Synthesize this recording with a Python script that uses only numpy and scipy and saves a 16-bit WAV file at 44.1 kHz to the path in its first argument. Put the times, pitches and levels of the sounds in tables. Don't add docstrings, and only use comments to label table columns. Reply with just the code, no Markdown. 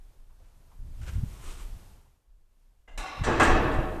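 import sys
import numpy as np
from scipy import signal
from scipy.fft import rfft, irfft, next_fast_len
from scipy.io import wavfile
from scipy.ndimage import map_coordinates

SR = 44100
rng = np.random.default_rng(int(sys.argv[2]) if len(sys.argv) > 2 else 0)


def materialize(psi):
    bounded = np.clip(np.atleast_2d(psi).T, -1, 1)
    quanta = np.round(bounded * 32767).astype(np.int16)
    wavfile.write(sys.argv[1], SR, quanta)


N = 176400
TOP_HZ = 13900

# start in seconds, level in dB, brightness in dB per octave, attack in seconds.
FRAME_BLOWS = [(3.236, -35.5, 1, 0.001), (3.26, -24, -3.5, 0.0091), (3.312, -35.5, 0.5, 0.0023),
               (3.338, -36.5, -1, 0.0012), (3.364, -38, 0, 0.0059), (3.398, -19.5, -0.2, 0.00027),
               (3.424, -29, -0.5, 0.0026), (3.464, -28.5, -5, 0.0026), (3.59, -37, -6.5, 0.0037),
               (3.654, -33, -3, 0.01)]
# frequency in Hz, level in dB.
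FRAME_COLOUR = [(70, 2), (180, -4), (300, 2.5), (540, -1), (800, 3), (1200, 0.5), (1700, -1), (2250, -7.5),
                (2700, -7), (3400, -14), (5000, -21), (8000, -19.5), (10000, -36), (14000, -64)]
# frequency in Hz, seconds to fall 60 dB.
FRAME_T60 = [(250, 1.91), (900, 1.58), (1800, 1.22), (4000, 1.13), (9000, 0.21)]
# frequency in Hz, boost in dB.
FRAME_MODES = [(239, 2.8), (333, 3.9), (366, 3.5), (444, 8.7), (474, 5.1), (622, 5.2), (755, 4),
               (1118, 6.1), (1205, 4.4), (1258, 3), (1630, 6.1), (1762, 6.4), (1941, 5), (2065, 6.5),
               (2540, 5.8), (2610, 5.7), (2765, 6), (3300, 3), (3750, 5.6), (3960, 4.5)]

def gate_frame():
    return steel(FRAME_BLOWS, FRAME_COLOUR, FRAME_T60, FRAME_MODES, pivot_hz=823, spread=0.0037)


# start in seconds, level in dB, brightness in dB per octave, attack in seconds.
POST_BLOWS = [(3.398, -20.5, 0, 0.0006)]
# frequency in Hz, level in dB.
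POST_COLOUR = [(500, -22), (1100, 2), (1800, 5), (4500, -36)]
# frequency in Hz, boost in dB.
POST_MODES = [(1280, 5), (1635, 13.5), (2750, 2)]

def stop_post():
    t60_s = 0.42
    return steel(POST_BLOWS, POST_COLOUR, [(1, t60_s)], POST_MODES, pivot_hz=1500, spread=0.013)


# start in seconds, level in dB, brightness in dB per octave, attack in seconds.
BAR_BLOWS = [(2.976, -38, 1, 0.00058), (3.008, -45.5, -3.5, 0.0027), (3.064, -49, 1.5, 0.002),
             (3.165, -47.5, -1, 0.006)]
# frequency in Hz, level in dB.
BAR_COLOUR = [(100, -19), (220, -3), (500, -4.5), (850, 1), (1300, -7), (1850, -9.5), (2700, -7.5),
              (3300, -13), (3950, -12), (4400, -20.5), (5800, -16), (8000, -17), (12000, -31), (14000, -45)]
# frequency in Hz, seconds to fall 60 dB.
BAR_T60 = [(300, 0.89), (1000, 2.5), (4000, 1.67), (7000, 0.34), (12000, 0.38)]
# frequency in Hz, boost in dB.
BAR_MODES = [(760, 6.5), (1112, 14.6), (1160, 13), (1402, 9.3), (1468, 9), (1700, 13), (2058, 12.5),
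             (2170, 7.3), (2735, 10.5), (3745, 8.4), (4055, 14.3), (5250, 9.9), (5900, 10.5)]

def latch_bar():
    return steel(BAR_BLOWS, BAR_COLOUR, BAR_T60, BAR_MODES, pivot_hz=1500, spread=0.0086)


# start in seconds, level in dB, brightness in dB per octave, attack in seconds.
CLINKS = [(2.976, -49, 4, 0.0012), (3.236, -43.5, -17.5, 0.0034), (3.398, -44, -9, 0.0012),
          (3.43, -38, -9, 0.0014), (3.715, -56, -6, 0.0091)]
# frequency in Hz, level in dB.
CLINK_COLOUR = [(1000, -58.5), (4000, -8.5), (6000, -5), (7400, 5), (8600, 8), (9300, -14), (11700, -1.5),
                (13000, -26)]
# frequency in Hz, seconds to fall 60 dB.
CLINK_T60 = [(4000, 1), (8000, 0.33), (12000, 0.3)]
# frequency in Hz, boost in dB.
CLINK_MODES = [(5850, 15.4), (7000, 9.1), (7260, 7.9), (8400, 4.6), (10000, 18.3), (11500, 7.8)]

def fittings():
    return steel(CLINKS, CLINK_COLOUR, CLINK_T60, CLINK_MODES, pivot_hz=7550, spread=0.0045)


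# start in seconds, level in dB, brightness in dB per octave, attack in seconds.
PIN_TAPS = [(2.876, -52, -0.5, 0.0043)]
# frequency in Hz, level in dB.
PIN_COLOUR = [(120, -5), (700, 0.5), (1700, -6), (2400, -9.5), (3100, -8), (4400, -22), (7500, -21.5),
              (12000, -42)]
# frequency in Hz, seconds to fall 60 dB.
PIN_T60 = [(600, 1), (2000, 0.41), (5000, 0.99)]
# frequency in Hz, boost in dB.
PIN_MODES = [(650, 10), (760, 9), (1631, 17), (2050, 21), (2790, 15.5), (7219, 8)]

def latch_pin():
    return steel(PIN_TAPS, PIN_COLOUR, PIN_T60, PIN_MODES, pivot_hz=1500, spread=0.017)


def steel(blows, colour, t60s, clusters, pivot_hz, spread):
    size, ripple_knots, partial_count = 51200, 170, 450
    t, hz = np.arange(size) / SR, np.fft.rfftfreq(size, 1 / SR)
    ripple = map_coordinates(rng.standard_normal(ripple_knots), [ripple_knots * np.sqrt(hz / TOP_HZ)])
    ripple_db = 3 * np.tanh(ripple) * np.minimum(hz / pivot_hz, 1)
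    body = amp(along(colour, hz) + ripple_db)
    body *= 1 + sum((amp(db) - 1) * bell(hz, f, 4.5 + spread * f) for f, db in clusters)
    places = (np.arange(partial_count) + rng.random(partial_count)) / partial_count
    bins = np.searchsorted(hz, TOP_HZ * places ** 2)
    share = 0.25 * hz ** 4 / (hz ** 4 + 900 ** 4)
    partials = np.sqrt(1 - share + share * np.bincount(bins, np.gradient(bins), len(hz)))
    octaves = np.log2(np.maximum(hz, pivot_hz / 4) / pivot_hz)
    crack = amp(-8) * noise(colour)[:size] * np.exp(-t / 0.0054)
    crash = amp(1.5 * np.exp(-t / 0.038))
    out = np.zeros(N + size)
    for start, db, bright, attack in blows:
        phases = np.exp(2j * np.pi * rng.random(len(hz)))
        modes = body * amp(bright * octaves) * phases / np.std(irfft(body, size))
        ring = fade(irfft(modes * partials, size), t60s)
        onset = 1 - np.exp(-t / attack)
        out[round(start * SR):][:size] += amp(db) * (ring + crack) * crash * onset
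    chatter = amp(0.63 * wobble(rate=110))
    return out[:N] * chatter


# peak time in seconds, level in dB, half length in seconds.
SLIDES = [(1.36, -59.5, 0.054), (1.49, -48, 0.044), (1.6, -53, 0.033)]
# frequency in Hz, level in dB.
SLIDE_COLOUR = [(350, 2.5), (700, -7.5), (1100, 1.5), (1600, -7.5), (3000, -5), (4500, -12.5), (8500, -7.5),
                (13500, -24)]

def rail_slide():
    return rubbing(SLIDES, SLIDE_COLOUR, grit_db=1.2)


# start in seconds, level in dB, pitch in Hz.
STEPS = [(.3, -63, 1090), (.4, -63, 700), (0.714, -60, 1120), (2.055, -65.5, 1040)]
# peak time in seconds, level in dB, half length in seconds.
SCUFFS = [(.46, -72.5, 0.044), (1.018, -61, 0.0033), (1.035, -54.5, 0.012), (1.086, -46, 0.014),
          (1.157, -58, 0.035)]
# frequency in Hz, level in dB.
SCUFF_COLOUR = [(200, -2), (800, -7), (1150, -6), (1450, 0.5), (2000, -7.5), (2800, -6.5), (4200, -15),
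                (8000, -13.5), (10000, -24), (13000, -32)]

def boots():
    out = rubbing(SCUFFS, SCUFF_COLOUR, grit_db=1.5)
    t60_s, attack_s = 0.13, 0.0017
    for start, db, hz in STEPS:
        age = np.maximum(np.arange(N) / SR - start, 0)
        knock = noise([(hz / 4, -20), (hz / 2, -12), (hz, 0), (hz * 1.13, -14), (hz * 4, -35)])
        out += knock * amp(db - 60 * age / t60_s) * (1 - np.exp(-age / attack_s))
    return out


def rubbing(strokes, colour, grit_db):
    t = np.arange(N) / SR
    swell = sum(amp(db) * bell(t, peak, half) for peak, db, half in strokes)
    return swell * noise(colour) * amp(grit_db * wobble(rate=400))


# frequency in Hz, seconds to fall 60 dB.
YARD_T60 = [(200, 0.67), (2000, 1), (10000, 0.65)]

def yard(x):
    build_up = 1 - np.exp(-np.arange(SR) / SR / 0.015)
    tail = fade(rng.standard_normal(SR), YARD_T60) * build_up
    return signal.fftconvolve(x, tail / np.linalg.norm(tail))[:N]


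# time in seconds, relative level in dB.
RUMBLE_RIDE = [(0.0, -46.5), (0.72, -51.5), (0.81, -35.5), (1.08, -37), (1.22, -26), (1.35, -36),
               (1.76, -38.5), (2.23, -70), (2.29, -50.5), (2.77, -57.5), (2.99, -37.5), (3.11, -61),
               (3.23, -33), (3.42, -35), (3.54, -14.5), (3.59, -25), (3.68, -22.5), (3.7, -35), (3.79, -26),
               (4.0, -39.5)]
FLUTTER_RIDE = [(0.0, -74), (0.76, -60), (0.83, -45.5), (1.12, -38.5), (1.19, -28.5), (1.37, -47),
                (1.69, -54.5), (1.76, -49), (1.85, -57), (2.56, -91.5), (3.14, -55.5), (3.22, -27.5),
                (3.25, -32.5), (3.4, -40), (3.55, -33), (3.8, -32.5), (4, -53)]
# frequency in Hz, level in dB.
RUMBLE_COLOUR = [(10, -5), (28, 9), (45, -4), (70, -14.5), (150, -41.5), (600, -79)]
FLUTTER_COLOUR = [(25, -15), (65, 4.5), (110, -3.5), (170, -15), (300, -28.5), (700, -53), (2000, -82)]
# peak time in seconds, level in dB, pitch in Hz, half length in seconds.
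EDDIES = [(0.818, -41.5, 43.7, 0.024), (1.238, -27.5, 85, 0.0067), (1.747, -41, 56, 0.018),
          (3.216, -29.5, 81.6, 0.0061), (3.545, -25, 27.6, 0.013), (3.796, -18.5, 50.4, 0.012)]

def wind_buffet():
    t = np.arange(N) / SR
    rumble = noise(RUMBLE_COLOUR) * amp(curve(RUMBLE_RIDE) - 3 + 2 * wobble(rate=11))
    flutter = noise(FLUTTER_COLOUR) * amp(curve(FLUTTER_RIDE) - 0.5 + 2.6 * wobble(rate=29.81))
    out = rumble + flutter
    for peak, db, hz, half in EDDIES:
        swirl = noise([(hz / 3, -12), (hz, 0), (hz * 2, -9), (hz * 5, -36), (hz * 20, -80)])
        out += amp(db) * bell(t, peak, half) * swirl
    return out


# time in seconds, relative level in dB.
HISS_RIDE = [(0, -75), (.75, -85.5), (1, -64), (1.1, -58.5), (1.25, -59), (1.5, -58.5), (1.67, -60.5),
             (1.9, -69), (2.27, -86), (2.45, -81.5), (2.88, -82), (3.2, -62.5), (3.6, -57.5), (4, -59)]
# frequency in Hz, level in dB.
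HISS_COLOUR = [(180, -7), (300, -2.5), (712, -6), (1980, -11.5), (2960, -12), (4200, -16), (8500, -15.5),
               (13700, -20.5)]

def wind_hiss():
    whine_hz = 12380
    recorder_whine = np.sin(2 * np.pi * whine_hz * np.arange(N) / SR + 3.2 * wobble(rate=220))
    hiss = noise(HISS_COLOUR) + amp(-13) * recorder_whine
    return hiss * amp(curve(HISS_RIDE) + 1 + 1.1 * wobble(rate=24.57))


# time in seconds, level in dB.
AIR_RIDE = [(0, -67), (1.9, -57), (2.25, -76.5), (2.8, -74.5)]
# frequency in Hz, level in dB.
AIR_COLOUR = [(100, 3), (300, -10), (900, -12.5), (2000, -22.5), (6000, -24.5), (13000, -25.5)]

def distant_air():
    return noise(AIR_COLOUR) * amp(curve(AIR_RIDE) + wobble(rate=8.12))


def amp(db):
    return 10 ** (np.asarray(db) / 20)


def bell(x, centre, half):
    return np.exp(-.5 * ((x - centre) / half) ** 2)


def along(points, hz):
    f, v = np.transpose(points)
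    return np.interp(np.log(hz + 1), np.log(f + 1), v)


def curve(rows):
    return np.interp(np.arange(N) / SR, *np.transpose(rows))


def wobble(rate):
    return map_coordinates(rng.standard_normal(int(N * rate / SR) + 4), [np.arange(N) * rate / SR])


def noise(colour):
    gain = amp(along(colour, np.fft.rfftfreq(N, 1 / SR)))
    x = irfft(rfft(rng.standard_normal(N)) * gain, N)
    return x / np.sqrt(np.mean(x ** 2) + 1e-20)


def fade(x, t60s):
    hz, t, spectra = signal.stft(x, SR, nperseg=256)
    decay = amp(-60 * t / along(t60s, hz)[:, None])
    return signal.istft(spectra * decay, SR, nperseg=256)[1][:len(x)]


def scene():
    gate = latch_pin() + latch_bar() + gate_frame() + stop_post() + fittings() + rail_slide()
    direct = gate + boots()
    reverb = amp(-18) * yard(direct)
    return (direct + reverb + wind_hiss() + wind_buffet() + distant_air())[None]


def record(dry):
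    size = next_fast_len(N + SR // 2)
    passband = np.fft.rfftfreq(size, 1 / SR) < TOP_HZ
    return irfft(rfft(dry, size) * passband, size)[..., :N]


dry = scene()
out = record(dry)
materialize(out)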